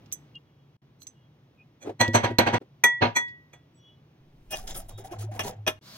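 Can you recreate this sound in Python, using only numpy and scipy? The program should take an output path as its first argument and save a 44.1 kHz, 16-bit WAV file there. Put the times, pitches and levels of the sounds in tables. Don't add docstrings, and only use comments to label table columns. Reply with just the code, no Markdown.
import sys
import numpy as np
from scipy import signal
from scipy.fft import rfft, irfft, next_fast_len
from scipy.io import wavfile
from scipy.ndimage import uniform_filter1d

SR = 44100
rng = np.random.default_rng(int(sys.argv[2]) if len(sys.argv) > 2 else 0)


def master(y):
    cut = np.clip(np.atleast_2d(y).T, -1, 1)
    pcm = np.round(cut * 32767)
    wavfile.write(sys.argv[1], SR, pcm.astype(np.int16))


N = 263573
TIME = np.arange(N) / SR

# pitch_hz, likeness (0-1), left_lead_rad
PORTS = [(110, .995, 0), (380, .9, .1), (600, .6, 1.1), (1000, .55, 1.3), (2000, .55, 1.4),
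         (4000, .65, 1.9), (12000, .4, 1.5)]
# pitch_hz, left_over_right_db
CENTRED_PAN = [(100, 0), (10000, 0)]
CUTOFF_HZ = 15900

# time_s, level_db
ROOM_COLOUR = [(15, -60), (25, -31), (144, 5.5), (183, -6.5), (305, -8), (445, -14.5), (1080, -21),
               (1450, -26), (3340, -28), (4500, -34.5), (6210, -37), (7100, -47), (7910, -50), (8580, -52),
               (15500, -42.5)]
ROOM_LEVEL = [(0, -52), (.3, -54.5), (.45, -59), (5.98, -57)]

# peak_s, level_db, t60_s
SNAPS = [(.060, -56.5, 0.042), (.117, -47, 0.049), (.126, -40, 0.025), (.355, -51, 0.007),
         (1.020, -44, 0.01), (1.069, -41.5, 0.013), (2.08, -33.5, 0.026), (2.135, -39, 0.023),
         (2.385, -14.5, 0.029), (2.84, -24.5, 0.043), (3.281, -57.5, .12)]
# pitch_hz, level_db
SNAP_COLOUR = [(300, -9), (900, -11.5), (2400, -1), (4500, 1), (8000, -10.5), (9000, -34.5), (12000, -14.5),
               (15500, -17)]

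# peak_s, build_s, clink_db, pestle_ring_db, shimmer_db
SEEDS = [(.125, 0.00083, -29.5, -76, -40), (.137, .004, -43, -74, -48), (1.031, 0.029, -54.5, -55.5, -66),
         (1.070, 0.0008, -39.5, -60, -63)]
SEED_BOWL_DB, SEED_CLANG_DB = -19, -49.5
SEED_RING_SHARE = .7

# pitch_hz, left_db, right_db, t60_s
STEEL_MODES = [(800, -16, -14, .12), (956, 0, -5, .25), (1275, -22, -20, .12), (1465, -21, -19, .13),
               (1933, -1, -1.5, .38), (2250, -18, -12, .08), (2360, -15, -10, .08), (2450, -17, -10, .07),
               (3390, -11, -12, .28), (4150, -12, -1, .11), (4210, -11, -2, .11), (5270, -22, -21, .11),
               (6110, -7, -1, .12), (6228, -7, 0, .1), (6400, -17, -13, .08), (6750, -21, -20, .08),
               (7660, -20, -14, .08), (7770, -14, -7, .11), (7990, -22, -17, .09), (9975, -11, -16, .07),
               (10220, -13, -14, .08), (10890, -4, -12, .08), (11250, -5, -10, .08), (11750, -4, -10, .08),
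               (12460, 3, -4, .065), (12820, -10, -10, .07), (13710, -10, -9, .075), (15220, -7, -5, .06),
               (15500, -8, -3, .06)]

# centre_s, half_length_s, lower_hz, lower_db, upper_db (before flutter)
SQUEAKS = [(0.367, .012, 2827, -45.5, -53), (.55, 0.19, 2897, -83, -78.5), (1.198, 0.058, 2880, -76, -70),
           (1.612, 0.021, 2490, -53.5, -73), (3.768, 0.017, 7830, -63, -90),
           (3.836, 0.083, 5760, -77.5, -90), (3.875, 0.071, 2955, -63, -59),
           (4.955, 0.059, 3310, -65.5, -59.5)]
SQUEAK_RATIO, SQUEAK_FLUTTER_DB = 1.135, 4

# peak_s, build_s, force_db, padding_db (share to the spices over share to the bowl),
# brightness_db (high clink over bowl ring), pestle_ring_db (the pestle is loosely held)
BLOWS = [(1.831, .022, -48, -5, -4.5, -64), (2.014, .014, -16.5, 3.5, -5.5, -23),
         (2.156, .017, -15, 15, 4.5, -29), (2.248, 0.017, -19.5, 15.5, -7, -40.5),
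         (2.388, 0.0016, -12.5, 21.5, 2, -20.5), (2.413, 0.018, -27.5, 4.5, -13.5, -36.5),
         (2.475, 0.014, -19, 21.5, -4.5, -50), (2.546, 0.018, -20, 12.5, -10, -58),
         (2.84, .0024, -12.5, -14, -9.5, -47.5), (3.028, .014, -15.5, 31.5, -16.5, -32.5),
         (3.056, 0.021, -26, 22, -19.5, -38.5), (3.171, 0.016, -21, -14, -8, -35.5),
         (3.537, .0079, -47.5, -3, -11, -71)]
# stop_s, fade_s (time to fall to 1/e)
CHOKES = [(2.582, 0.0015), (3.025, .02)]
# force_db, change_of_low_sounds_db
LIGHT_TOUCH = [(-49.5, -17), (-29, -0.5)]
CLANG_DB = -7
SHIMMER_DB, SHIMMER_DB_PER_HALVING = -18, 4.5
USUAL_BUILD_S = .014
# pitch_hz, left_db, right_db, t60_s
COUNTER_MODES = [(108, -1, -1, .26), (119, -6, -6, .16), (238, -5, -5, .16), (336, -8, -8, .15),
                 (533, -12, -13, .12)]
THUMP_DB, THUMP_FOLLOWS = -15.5, .55
# pitch_hz, level_db
CRUNCH_COLOUR = [(60, -28.5), (110, -20.5), (170, 1), (260, -2), (800, 7), (1100, -1), (1600, -2.5),
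                 (2500, -5.5), (3200, -12.5), (4300, -17.5), (5200, -28), (6300, -26), (7200, -47),
                 (15000, -49.5)]
# pitch_hz, left_over_right_db
CRUNCH_PAN = [(200, -5.5), (700, -1.5), (1500, -1), (2800, -9.5), (5500, -13.5), (10000, 0.5)]
# pitch_hz, level_db
THUD_COLOUR = [(120, -25.5), (220, 0), (350, 0.5), (560, -1), (800, -14), (2000, -34.5), (8000, -60.5)]
THUD_DB, THUD_FOLLOWS = -13, 0.26

# peak_s, build_s, thump_db, low_crunch_db
BUMPS = [(1.882, 0.042, -51, -32), (1.898, 0.008, -45.5, -30), (2.089, 0.011, -23.5, -38),
         (2.313, 0.022, -30.5, -32), (2.619, 0.0084, -63, -43)]

# pitch_hz, level_db
BUFFET_LEVEL = [(4.2, -69), (4.678, -40.5), (4.854, -44.5), (5.106, -66), (5.4, -63), (5.78, -65)]
DRAUGHT_COLOUR = [(15, 8), (31, 9.5), (50, 2.5), (90, -42.5)]

# time_s, level_db
DRONE_LEVEL = [(4.45, -64), (4.92, -55), (4.956, -40), (5.102, -61), (5.202, -33.5), (5.304, -34.5),
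               (5.39, -46.5), (5.446, -37.5), (5.502, -65), (5.598, -38), (5.782, -54), (5.79, -57)]

# start_s, length_s, pressure_db (on the bottom), slosh_db
SWEEPS = [(4.504, 0.091, 6, -45), (4.633, 0.063, -24, -51), (4.667, 0.045, 1, -47), (4.74, 0.062, 2.5, -44),
          (4.882, 0.011, -3.5, -46.5), (4.975, 0.021, -10.5, -44), (5.037, 0.026, -7.5, -43.5),
          (5.105, 0.027, -6.5, -39), (5.184, 0.046, -4, -43.5), (5.309, 0.061, -11, -41.5),
          (5.429, 0.06, 2.5, -36.5)]
SWEEP_ATTACK_S, SWEEP_WOBBLE_DB = 0.012, 2
SLOSH_T60_S = 0.25
SCRAPE_DB, SCRAPE_T60_S = -47.5, 0.14
FIZZ_DB, FIZZ_FOLLOWS, FIZZ_T60_S = -45, 0.75, .09
# pitch_hz, level_db
SLOSH_COLOUR = [(120, 1), (220, 1.5), (350, -10.5), (520, -9), (760, 8.5), (1050, -16), (1600, -12),
                (3000, -21), (6000, -47)]
SCRAPE_COLOUR = [(800, -32), (1500, 5.5), (2500, 0.5), (3300, 10), (4300, 5.5), (6100, 11), (7500, 7),
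                 (11000, -70)]
FIZZ_COLOUR = [(5000, -31), (7000, -13), (9000, -0.5), (11000, 4), (13000, -9), (15500, -1.5)]

# peak_s, build_s, clatter_db, ring_db (before a common trim)
KNOCKS = [(4.544, 0.032, -41, -39), (5.128, 0.013, -68, -59), (5.394, 0.0017, -25.5, -36),
          (5.406, 0.0012, -30.5, -37.5), (5.666, 0.00033, -43.5, -37.5), (5.680, 0.0099, -20, -31)]
# pitch_hz, left_db, right_db, t60_s
POT_MODES = [(363, -6, -6, 0.14), (625, 5.5, 4.5, 0.14), (787, 1, 2.5, 0.12), (1075, -8, -17, 0.18),
             (1757, -2.5, 0, 0.14), (2488, 7, 6.5, 0.094), (2820, 7.5, -9, 0.094), (3120, -15, -2.5, 0.085),
             (3280, 0.5, -4, 0.095), (5500, -30, 3.5, 0.04), (5960, -15, 5, 0.063),
             (8200, -7.5, -30, 0.079)]
# pitch_hz, level_db
CLATTER_COLOUR = [(100, -5), (300, 1), (700, 2), (1300, 1.5), (2000, -3.5), (2700, -2.5), (3500, -1.5),
                  (4500, -18), (5900, -6.5), (7200, -19), (8500, -16), (11500, -14), (15500, -19.5)]

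# start_s, peak_db (before a common trim), pitch_hz
GLUGS = [(4.758, -43, 747), (4.793, -40.5, 648), (4.992, -38.5, 374), (5.046, -35, 752), (5.117, -31, 344),
         (5.239, -38, 354), (5.29, -38, 597)]

# time_s, level_db
HISS_COLOUR = [(120, -29), (200, 1.5), (345, -31.5), (630, -8), (906, -19.5), (974, -11), (2600, -16.5),
               (4500, -8), (8660, -24.5), (15500, -24)]
HISS_LEVEL = [(5.80, -94), (5.825, -61), (5.87, -50), (5.97, -47.5)]

# start_s, end_s
DIPS = [(0.768, 0.818), (2.585, 2.603), (5.791, 5.812)]


def from_db(db):
    return 10 ** (np.asarray(db) / 20)


def rms_one(x):
    return x / np.sqrt(np.mean(x ** 2) + 1e-20)


def gain_curve(rows):
    time_s, level_db = np.transpose(rows)
    return from_db(np.interp(TIME, time_s, level_db, left=-120))


def at_hz(points, hz, column=1):
    points = np.array(points)
    return np.interp(np.log(hz + 1), np.log(points[:, 0]), points[:, column])


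def drift(rate):
    knots = rng.standard_normal(int(N / SR * rate) + 2)
    return rms_one(np.interp(TIME * rate, np.arange(len(knots)), knots))


def noise(colour, pan=CENTRED_PAN, ripple_db=0):
    size = next_fast_len(N)
    hz = np.arange(size // 2 + 1) * SR / size
    left, other = rfft(rng.standard_normal((2, size)))
    alike = np.clip(at_hz(PORTS, hz), 0, 1)
    right = alike * left + np.sqrt(1 - alike ** 2) * other
    right = right * np.exp(-1j * at_hz(PORTS, hz, 2))
    lean = from_db(at_hz(pan, hz) / 2)
    ripple = np.interp(hz, np.geomspace(400, SR / 2, 160), rng.uniform(-1, 1, 160), left=0)
    gain = from_db(at_hz(colour, hz) + ripple_db * ripple)
    return rms_one(irfft(np.array([left * lean, right / lean]) * gain, size)[:, :N])


def stroke(peak_s, build_s, t60):
    first = max(int((peak_s - 3 * build_s) * SR), 0)
    last = min(int((peak_s + 1.3 * t60) * SR), N)
    span = slice(first, last)
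    age = TIME[span] - peak_s
    swell = np.exp(-(age / build_s) ** 2 * 2)
    decay = from_db(-60 * np.abs(age) / t60)
    shape = np.where(age < 0, swell, decay)
    for stop_s, fade_s in CHOKES:
        if stop_s > peak_s:
            shape = shape * np.exp(-np.maximum(TIME[span] - stop_s, 0) / fade_s)
    return span, shape


def strokes(peaks_s, builds_s, levels_db, t60):
    power = np.zeros(N)
    for peak_s, build_s, db, decay in np.broadcast(peaks_s, builds_s, levels_db, t60):
        span, shape = stroke(peak_s, build_s, decay)
        power[span] += (from_db(db) * shape) ** 2
    return np.sqrt(power)


def struck(modes, peaks_s, builds_s, level_at, rough, flare):
    out = np.zeros((2, N))
    knot_s = np.linspace(-.1, .4, 128)
    for hz, left_db, right_db, t60 in modes:
        port_phase = np.array([[0], [at_hz(PORTS, hz, 2)]])
        ports = from_db([[left_db], [right_db]]) * np.exp(-1j * port_phase)
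        unlike = 1 - at_hz(PORTS, hz)
        for peak_s, build_s, db in zip(peaks_s, builds_s, level_at(hz)):
            span, shape = stroke(peak_s, build_s, t60)
            age = TIME[span] - peak_s
            knots = rng.standard_normal((2, 2, len(knot_s)))
            shared, apart = [np.interp(age, knot_s, re + 1j * im) for re, im in knots]
            waver = shared + np.sqrt(unlike) * apart * [[1], [-1]]
            waver = waver * np.exp(-np.abs(age) / 0.024)
            strength = 1 + flare * np.exp(-np.abs(age) / 0.0056) + rough * waver
            phase = 2 * np.pi * rng.random() + 2 * unlike * rng.uniform(-1, 1, (2, 1))
            tone = np.exp(1j * (2 * np.pi * hz * age + phase))
            out[:, span] += np.real(ports * from_db(db) * shape * strength * tone) * np.sqrt(2)
    return out


def room_noise():
    return gain_curve(ROOM_LEVEL) * noise(ROOM_COLOUR)


def snaps():
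    peak_s, level_db, t60 = np.transpose(SNAPS)
    return noise(SNAP_COLOUR, CRUNCH_PAN) * strokes(peak_s, .0005, level_db, t60)


def steel(peak_s, build_s, clang, bowl, pestle, clink, shimmer, ring_share=1):
    family_edges_hz = [1050, 1250, 1700, 1850, 2050, 2150, 3500, 4000, 4400, 5000, 8100, 9900]
    main_tone = bowl - np.interp(bowl, [-50, -42], [16, 0])
    edge_levels = [clang, bowl, bowl, main_tone, main_tone, bowl, bowl, pestle, pestle, clink, clink, shimmer]
    by_contact = np.transpose(edge_levels)

    def level_at(hz):
        return [np.interp(hz, family_edges_hz, levels) for levels in by_contact]

    modes = [(hz, left_db, right_db, t60 * ring_share) for hz, left_db, right_db, t60 in STEEL_MODES]
    return struck(modes, peak_s, build_s, level_at, rough=0.42, flare=0.46)


def seeds():
    peak_s, build_s, clink_db, pestle_db, shimmer_db = np.transpose(SEEDS)
    clang_db = clink_db + SEED_CLANG_DB
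    bowl_db = clink_db + SEED_BOWL_DB
    return steel(peak_s, build_s, clang_db, bowl_db, pestle_db, clink_db, shimmer_db, SEED_RING_SHARE)


def squeaks():
    out = np.zeros(N)
    for centre_s, half_length_s, lower_hz, lower_db, upper_db in SQUEAKS:
        swell = np.exp(-np.minimum(((TIME - centre_s) / half_length_s) ** 2, 50))
        for hz, db in ((lower_hz, lower_db), (lower_hz * SQUEAK_RATIO, upper_db)):
            level = from_db(db + SQUEAK_FLUTTER_DB * drift(40))
            out += level * swell * np.sin(2 * np.pi * hz * TIME + 0.85 * drift(120))
    return out


def mortar():
    peak_s, build_s, force_db, padding_db, bright_db, pestle_db = np.transpose(BLOWS)
    spice_share_db = -10 * np.log10(1 + from_db(-padding_db) ** 2)
    light_db = np.interp(force_db, *np.transpose(LIGHT_TOUCH))
    crunch_db = force_db + spice_share_db
    bowl_db = crunch_db - padding_db
    clink_db = bowl_db + bright_db
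    shimmer_db = clink_db + SHIMMER_DB + SHIMMER_DB_PER_HALVING * np.log2(USUAL_BUILD_S / build_s)
    clang_db = force_db + CLANG_DB + light_db
    ring = steel(peak_s, build_s, clang_db, bowl_db, pestle_db, clink_db, shimmer_db)
    slab_top_hz = 200
    thump_db = THUMP_DB + THUMP_FOLLOWS * force_db + 2 * spice_share_db + light_db
    rocking_db = crunch_db - 5.5
    thump = struck(COUNTER_MODES, peak_s, build_s,
                   lambda hz: thump_db if hz < slab_top_hz else rocking_db, rough=.15, flare=0)
    grain = from_db(0.5 * drift(500))
    crunch = noise(CRUNCH_COLOUR, CRUNCH_PAN, ripple_db=5.0) * strokes(peak_s, build_s, crunch_db, t60=0.17) * grain
    thud_db = crunch_db + THUD_DB + THUD_FOLLOWS * padding_db
    thud = noise(THUD_COLOUR, ripple_db=4.5) * strokes(peak_s, build_s, thud_db, t60=0.12)
    return ring + thump + crunch + thud


def bumps():
    peak_s, build_s, thump_db, crunch_db = np.transpose(BUMPS)
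    dull = noise([(100, -42.0), (280, 1), (600, -2.5), (1100, -21.0), (4000, -35.0), (12000, -52.5)])
    crunch = dull * strokes(peak_s, build_s, crunch_db, t60=0.093)
    return crunch + struck(COUNTER_MODES, peak_s, build_s, lambda hz: thump_db, rough=0.073, flare=0)


def buffeting():
    return gain_curve(BUFFET_LEVEL) * noise(DRAUGHT_COLOUR)


def drone():
    pitch_hz = 103 * (1 + 0.019 * drift(15))
    return gain_curve(DRONE_LEVEL) * np.sqrt(2) * np.sin(2 * np.pi * np.cumsum(pitch_hz) / SR)


def swept(levels_db, t60):
    power = np.zeros(N)
    for (start_s, length_s, *_), db in zip(SWEEPS, levels_db):
        attack = np.clip((TIME - start_s) / SWEEP_ATTACK_S, 0, 1)
        release = from_db(-60 * np.clip((TIME - start_s - length_s) / t60, 0, 3))
        power += (from_db(db) * attack * release) ** 2
    return np.sqrt(power) * rms_one(from_db(SWEEP_WOBBLE_DB * drift(90)))


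def bubbles(per_s, cycles):
    out = np.zeros((2, N))
    for hz in np.geomspace(330, 1300, 14):
        births = (rng.random(N) < per_s / SR / 14) * rng.uniform(.3, 1, (2, N))
        radius = np.exp(-np.log(1000) * hz / (cycles * SR))
        angle = 2 * np.pi * hz / SR
        poles = [1, -2 * radius * np.cos(angle), radius * radius]
        out += signal.lfilter([0, np.sin(angle)], poles, births + 1e-18)
    return rms_one(out)


def milk(slosh_db):
    liquid = from_db(-1.0) * noise(SLOSH_COLOUR)
    air = from_db(-6.0) * bubbles(per_s=89, cycles=72)
    return swept(slosh_db, SLOSH_T60_S) * (liquid + air)


def shifting(colour):
    first, second, third = [noise(colour, ripple_db=9) for _ in range(3)]
    return rms_one(first * drift(14) + second * drift(14) + third * np.sqrt(.5))


def rubbing(pressure_db):
    scrape = swept(SCRAPE_DB + pressure_db, SCRAPE_T60_S) * shifting(SCRAPE_COLOUR)
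    fizz = swept(FIZZ_DB + FIZZ_FOLLOWS * pressure_db, FIZZ_T60_S) * shifting(FIZZ_COLOUR)
    grit = from_db(0.64 * drift(500))
    catches_per_s, catch_strength, catch_fade_s = 90, 1.0, 0.0016
    hits = (rng.random(N) < catches_per_s / SR) + 1e-18
    catches = signal.lfilter([1], [1, -np.exp(-1 / (catch_fade_s * SR))], hits)
    return (scrape + fizz) * grit * rms_one(1 + catch_strength * catches)


def spoon_knocks():
    peak_s, build_s, clatter_db, ring_db = np.transpose(KNOCKS)
    clatter = noise(CLATTER_COLOUR, ripple_db=5) * strokes(peak_s, build_s, clatter_db, t60=0.088)
    return clatter + struck(POT_MODES, peak_s, build_s, lambda hz: ring_db - 4.5, rough=0.57, flare=0.1)


def glugs():
    out = np.zeros(N)
    bend_per_s = .8
    for start_s, peak_db, hz in GLUGS:
        span, shape = stroke(start_s + 0.007, 0.012, 0.091)
        age = TIME[span] - start_s
        out[span] += from_db(peak_db - 2.5) * shape * np.sin(2 * np.pi * hz * age * (1 + bend_per_s * age))
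    return out


def stirring():
    _, _, pressure_db, slosh_db = np.transpose(SWEEPS)
    together = buffeting() + drone() + milk(slosh_db) + rubbing(pressure_db) + glugs()
    return together * (TIME < DIPS[-1][0])


def hiss():
    return gain_curve(HISS_LEVEL) * noise(HISS_COLOUR)


def kitchen(x, t60, wet_db):
    age = TIME[:SR // 2]
    tail = rng.standard_normal((2, len(age))) * from_db(-60 * age / t60)
    tail = tail * (age > .005)
    tail = signal.sosfilt(signal.butter(1, 5000, fs=SR, output="sos"), tail)
    tail /= np.sqrt(np.sum(tail ** 2, axis=1, keepdims=True))
    return x + from_db(wet_db) * signal.fftconvolve(x, tail, axes=1)[:, :N]


def scene():
    contacts = kitchen(snaps() + seeds() + mortar() + spoon_knocks(), t60=0.25, wet_db=-25)
    pause = (TIME > CHOKES[0][0] + .002) & (TIME < 2.8)
    background = room_noise() + squeaks() + hiss()
    return contacts * ~pause + bumps() + stirring() + background


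def record(dry):
    live = np.ones(N)
    for start_s, end_s in DIPS:
        live[(TIME > start_s) & (TIME < end_s)] = from_db(-28)
    rounded = np.tanh(dry * uniform_filter1d(live, size=128))
    return signal.sosfilt(signal.ellip(10, .3, 80, CUTOFF_HZ, fs=SR, output="sos"), rounded)


dry = scene()
out = record(dry)
master(out)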